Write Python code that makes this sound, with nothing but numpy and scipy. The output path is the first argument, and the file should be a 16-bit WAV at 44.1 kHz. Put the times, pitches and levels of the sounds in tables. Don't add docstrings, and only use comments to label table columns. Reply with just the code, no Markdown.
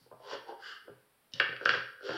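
import sys
import numpy as np
from scipy import signal
from scipy.fft import rfft, irfft
from scipy.io import wavfile

SR = 44100
rng = np.random.default_rng(int(sys.argv[2]) if len(sys.argv) > 2 else 0)


def file_out(sig):
    cols = np.atleast_2d(sig).T
    lim = np.clip(cols, -1, 1)
    pcm = np.round(lim * 32767).astype(np.int16)
    wavfile.write(sys.argv[1], SR, pcm)


N = 95961

# frequency in Hz, relative level in dB.
HISS_SPECTRUM = [(40, 3), (120, 11.5), (250, 10.5), (1000, 9), (2500, 5), (5000, -2), (6800, -11),
                 (8500, -0.5), (11000, 2), (16000, -3.5)]
# band centre in Hz, t60 in seconds, level in dB.
ROOM_BANDS = [(120, 0.34, 0.5), (488, 0.49, -6.5), (890, 0.36, 1.5), (1500, 0.61, -4), (2800, 0.44, -1),
              (5370, 0.51, -6.5), (9000, .3, -11)]
ROOM_RING_HZ = [420, 526, 974, 1186, 1267, 1364, 1488, 1549, 1633, 1787, 2814, 2960]
ROOM_RING_DB = [-32, -31.5, -31, -23, -27, -29, -28.5, -31.5, -28, -28, -34, -37.5]

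# frequency in Hz, t60 in seconds, level in dB.
TABLETOP_MODES = [(70.6, 0.052, -19.5), (125.3, 0.24, -4.5), (161, 0.2, -10), (246.7, 0.029, -7.5)]
# start in seconds, level in dB.
TABLE_THUMPS = [(0.01, -37), (0.125, -33.5), (.895, -28.5), (1.336, -23), (1.4, -29), (1.488, -22.5),
                (1.658, -22), (1.696, -21), (1.763, -22), (2.091, -21.5)]
# frequency in Hz, t60 in seconds, level in dB.
SLIDE_MODES = [(454, .02, -17.5), (1328, 0.0066, -6), (1584, 0.012, 0.5), (2057, 0.029, -15),
               (2944, .018, -6), (3370, 0.0068, -13.5), (4740, .005, -6.5), (7350, .004, -27)]
# frequency in Hz, t60 in seconds, level in dB.
NAIL_MODES = [(2950, 0.018, -0.5), (3730, 0.011, -4), (4500, 0.0032, -5.5), (5330, 0.0077, -4.5),
              (6200, 0.0045, -12), (10000, .002, -22)]
# start in seconds, level in dB.
NAIL_TICKS = [(1.3202, -46.5), (1.3362, -23.5), (1.6541, -21.5)]

# frequency in Hz, t60 in seconds, struck level in dB, rubbed level in dB.
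WOOD_MODES = [(331, .03, -16.5, -17.5), (414.6, 0.079, -14, -5.5), (526, 0.052, -5.5, -0.5),
              (654, 0.014, -20, -16.5), (885.5, 0.023, -13, -8.5), (1034, 0.021, -13, -8.5),
              (1405, 0.011, -5.5, -3), (1573, 0.021, -3.5, -4), (1811, 0.013, -7, -6),
              (2513, 0.0035, -10, -15.5), (2917, 0.0086, -8.5, -5), (3315, 0.01, -15, -5.5),
              (3910, 0.0044, -21, -10), (4647, 0.0077, -13.5, -4.5), (5530, 0.0079, -23.5, -6.5),
              (7520, 0.0028, -19, -5)]
FAMILY_SPLITS_HZ = [720, 1180, 1700]
# thud, hollow and edge trims in dB against the clack, contact bandwidth in Hz, low-mode pitch ratio.
BOX_SCRAPES = [(0.276, 0.0563, 0.037, -64.5, 9, 12.5, 1, 9940, 0.99),
               (.335, 0.046, 0.027, -50, 2.5, 3, 1.5, 9800, 1.03),
               (0.495, 0.026, 0.027, -62.5, 11.5, 18, 0, 7000, 0.866),
               (0.894, 0.031, 0.016, -66, 7.5, -1, -25, 2900, 0.776),
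               (1.362, 0.029, 0.047, -64.5, 2.5, -2, 8.5, 9000, 1.02),
               (1.637, 0.037, 0.037, -59.5, 9, 2, -4, 8070, 0.88),
               (1.727, 0.051, 0.06, -40, -7.5, -9, -5, 5350, 0.99),
               (2.078, 0.0447, 0.033, -50.5, 6, -39, -1.5, 7850, 0.93),
               (2.162, 0.0704, 0.1, -44.5, -1, -0.5, -4.5, 6390, 0.79)]
# start in seconds, level in dB, then the same five touch settings.
BOX_KNOCKS = [(0.061, -50, 20.5, 15.5, -10, 1960, 0.89), (.113, -39, 18.5, 20, -16, 2500, 1),
              (.124, -44, 23, 19, -22, 1860, 1.15), (0.2, -44.5, 21.5, -4, -2, 2500, 1.2),
              (0.312, -23.5, -8, 15.5, -12, 4000, 0.992), (.322, -24.5, 5, -8, 0, 4000, 1.16),
              (.329, -20.5, 11.5, 2, -13, 4000, 1.04), (0.35, -29, 15, -22, 2.5, 5000, 0.87),
              (.490, -29.5, 12.5, 17, -22, 2500, 0.934), (0.522, -34, 17, 15.5, -17.5, 2000, 1.01),
              (0.879, -31, 14.5, 3.5, -20, 2950, 0.98), (.889, -33, 4, 1, -10, 2000, .85),
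              (1.3985, -5, -24, -25, 7, 3090, 0.63), (1.4003, 3.5, -11, -21.5, 1, 3600, 1.02),
              (1.4050, -2.5, -7, -9.5, -18, 3000, 0.88), (1.441, -12, -6.5, -8.5, -23, 3000, 1.08),
              (1.490, -24.5, 7.5, -5, 14, 2430, 0.893), (1.527, -22.5, 6.5, -14, 7.5, 2540, 0.96),
              (1.564, -23.5, -17, -4, 6.5, 3960, 1.8), (1.611, -13.5, 0.5, -20, -24, 2540, 0.964),
              (1.6572, 6.5, -9.5, -28, -8.5, 5970, 1), (1.692, 5, -14, -17, -1, 5500, 0.96),
              (1.700, -4.5, -17, -13, -13, 4000, 0.84), (1.738, -9, -3, -7.5, 0, 2970, 1.036),
              (1.747, -8.5, -3.5, -12, 1, 2970, 0.88), (2.008, -23.5, -1, -25.5, -26, 3000, 0.963),
              (2.031, -32.5, 13, -6.5, -17, 2500, 1.05), (2.091, -12.5, 8, 1.5, -5, 4000, 1.024),
              (2.106, -22, 6.5, -11, 4.5, 5000, 0.88)]


def undb(db):
    return 10 ** (np.asarray(db) / 20)


def rolloff(x, order, hz, kind="low"):
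    return signal.sosfilt(signal.butter(order, hz, kind, fs=SR, output="sos"), x)


def add(out, start_s, sound):
    i = max(int(start_s * SR), 0)
    out[i:i + len(sound)] += sound[:max(N - i, 0)]


def ring(hz, t60, db, build_cycles=0.76):
    t = np.arange(int(min(1.2 * max(t60), 1) * SR)) / SR
    cycles = hz[:, None] * t
    envelopes = (1 - np.exp(-cycles / build_cycles)) * np.exp(-np.log(1000) * t / t60[:, None])
    modes = envelopes * np.sin(2 * np.pi * cycles)
    gains = undb(db) * (-1) ** np.arange(len(hz)) / np.linalg.norm(modes, axis=1)
    return gains @ modes


def grit(decay_s):
    t = np.arange(SR // 20) / SR
    burst = rng.standard_normal(len(t)) * np.exp(-t / decay_s)
    return burst / np.linalg.norm(burst)


def contact(crunch_s, crunch_db):
    force = undb(crunch_db) * rolloff(grit(crunch_s), order=2, hz=3000, kind="high")
    force[0] += 1
    return force


def stroke(peak_s, rise_s, fall_s):
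    t = np.arange(N) / SR
    return np.exp(-((t - peak_s) / np.where(t < peak_s, rise_s, fall_s)) ** 2)


def hiss(level_db=-70.5):
    hz, db = np.array(HISS_SPECTRUM).T
    f = np.arange(N // 2 + 1) * SR / N
    colour = undb(np.interp(np.log(f + 1), np.log(hz), db))
    noise = irfft(rfft(rng.standard_normal(N)) * colour, N)
    return undb(level_db) * noise / noise.std()


def room(direct, predelay_s=0.005, build_s=0.0016, ring_t60_s=0.48):
    t, f = np.arange(SR) / SR, np.arange(SR // 2 + 1)
    hz, t60, db = np.array(ROOM_BANDS).T
    spectrum, response = rfft(rng.standard_normal(SR)), np.zeros(N)
    for k, solo in enumerate(np.eye(len(hz))):
        band = irfft(spectrum * np.interp(np.log(f + 1), np.log(hz), solo), SR)
        envelope = (1 - np.exp(-t / build_s)) * np.exp(-np.log(1000) * t / t60[k])
        add(response, predelay_s, undb(db[k]) * band * envelope / np.linalg.norm(envelope))
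    resonances = ring(np.array(ROOM_RING_HZ), np.full(len(ROOM_RING_HZ), ring_t60_s), ROOM_RING_DB)
    add(response, predelay_s, resonances)
    return signal.fftconvolve(direct, response)[:N]


def table_thumps():
    out, table = np.zeros(N), ring(*np.array(TABLETOP_MODES).T)
    for start, db in TABLE_THUMPS:
        add(out, start, undb(db) * table)
    return rolloff(out, order=2, hz=400)


def fingertip_swish(centre_hz=4580, width_hz=1400, level_db=-71):
    band = signal.iirpeak(centre_hz, centre_hz / width_hz, fs=SR)
    brush = signal.lfilter(*band, signal.lfilter(*band, rng.standard_normal(N)))
    return undb(level_db) * brush / brush.std() * stroke(peak_s=0.025, rise_s=0.07, fall_s=0.05)


def panel_slide(drive_db=-48.5):
    friction = undb(drive_db) * rng.standard_normal(N) * stroke(peak_s=0.682, rise_s=0.06, fall_s=0.072)
    return signal.oaconvolve(friction, ring(*np.array(SLIDE_MODES).T))[:N]


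def nail_ticks():
    out, tick = np.zeros(N), ring(*np.array(NAIL_MODES).T)
    for start, db in NAIL_TICKS:
        scratch = contact(crunch_s=0.0051, crunch_db=3)
        add(out, start, undb(db) * signal.fftconvolve(scratch, tick))
    return rolloff(out, order=3, hz=7850)


def surface_snaps(trim_db=-42.5, centre_hz=9000, q=np.pi):
    out = np.zeros(N)
    for start, db, *_ in BOX_KNOCKS:
        add(out, start, undb(db + trim_db) * grit(decay_s=0.004))
    return signal.lfilter(*signal.iirpeak(centre_hz, q, fs=SR), out)


def box_ring(thud_db, hollow_db, edge_db, contact_hz, pitch, rubbed):
    hz, t60, struck_db, rubbed_db = np.array(WOOD_MODES).T
    family = np.searchsorted(FAMILY_SPLITS_HZ, hz)
    trim_db = np.array([thud_db, hollow_db, 0, edge_db])[family]
    db = (rubbed_db if rubbed else struck_db) + trim_db
    gripped_hz = np.where(family < 2, hz * pitch, hz)
    return rolloff(ring(gripped_hz, t60, db), order=2, hz=contact_hz)


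def box_scrapes(slips_per_s=6000, table_send_db=-23.5):
    out, table = np.zeros(N), ring(*np.array(TABLETOP_MODES).T)
    slips = (rng.random(N) < slips_per_s / SR) * rng.standard_normal(N)
    for peak, rise, fall, db, thud_db, *touch in BOX_SCRAPES:
        force = undb(db) * slips / slips.std() * stroke(peak, rise, fall)
        out += signal.oaconvolve(force, box_ring(thud_db, *touch, rubbed=True))[:N]
        out += undb(table_send_db + thud_db) * signal.oaconvolve(force, table)[:N]
    return out


def box_knocks():
    out = np.zeros(N)
    for start, db, *touch in BOX_KNOCKS:
        blow = contact(crunch_s=0.011, crunch_db=-3)
        add(out, start, undb(db) * signal.fftconvolve(blow, box_ring(*touch, rubbed=False)))
    return out


def scene():
    wood = rolloff(box_knocks() + box_scrapes(), order=6, hz=5525)
    direct = wood + panel_slide() + fingertip_swish() + nail_ticks() + table_thumps()
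    return (direct + room(direct) + hiss() + surface_snaps())[None]


def record(dry):
    top_hz = 15800
    return signal.sosfilt(signal.ellip(10, 0.2, 70, top_hz, fs=SR, output="sos"), dry)


dry = scene()
out = record(dry)
file_out(out)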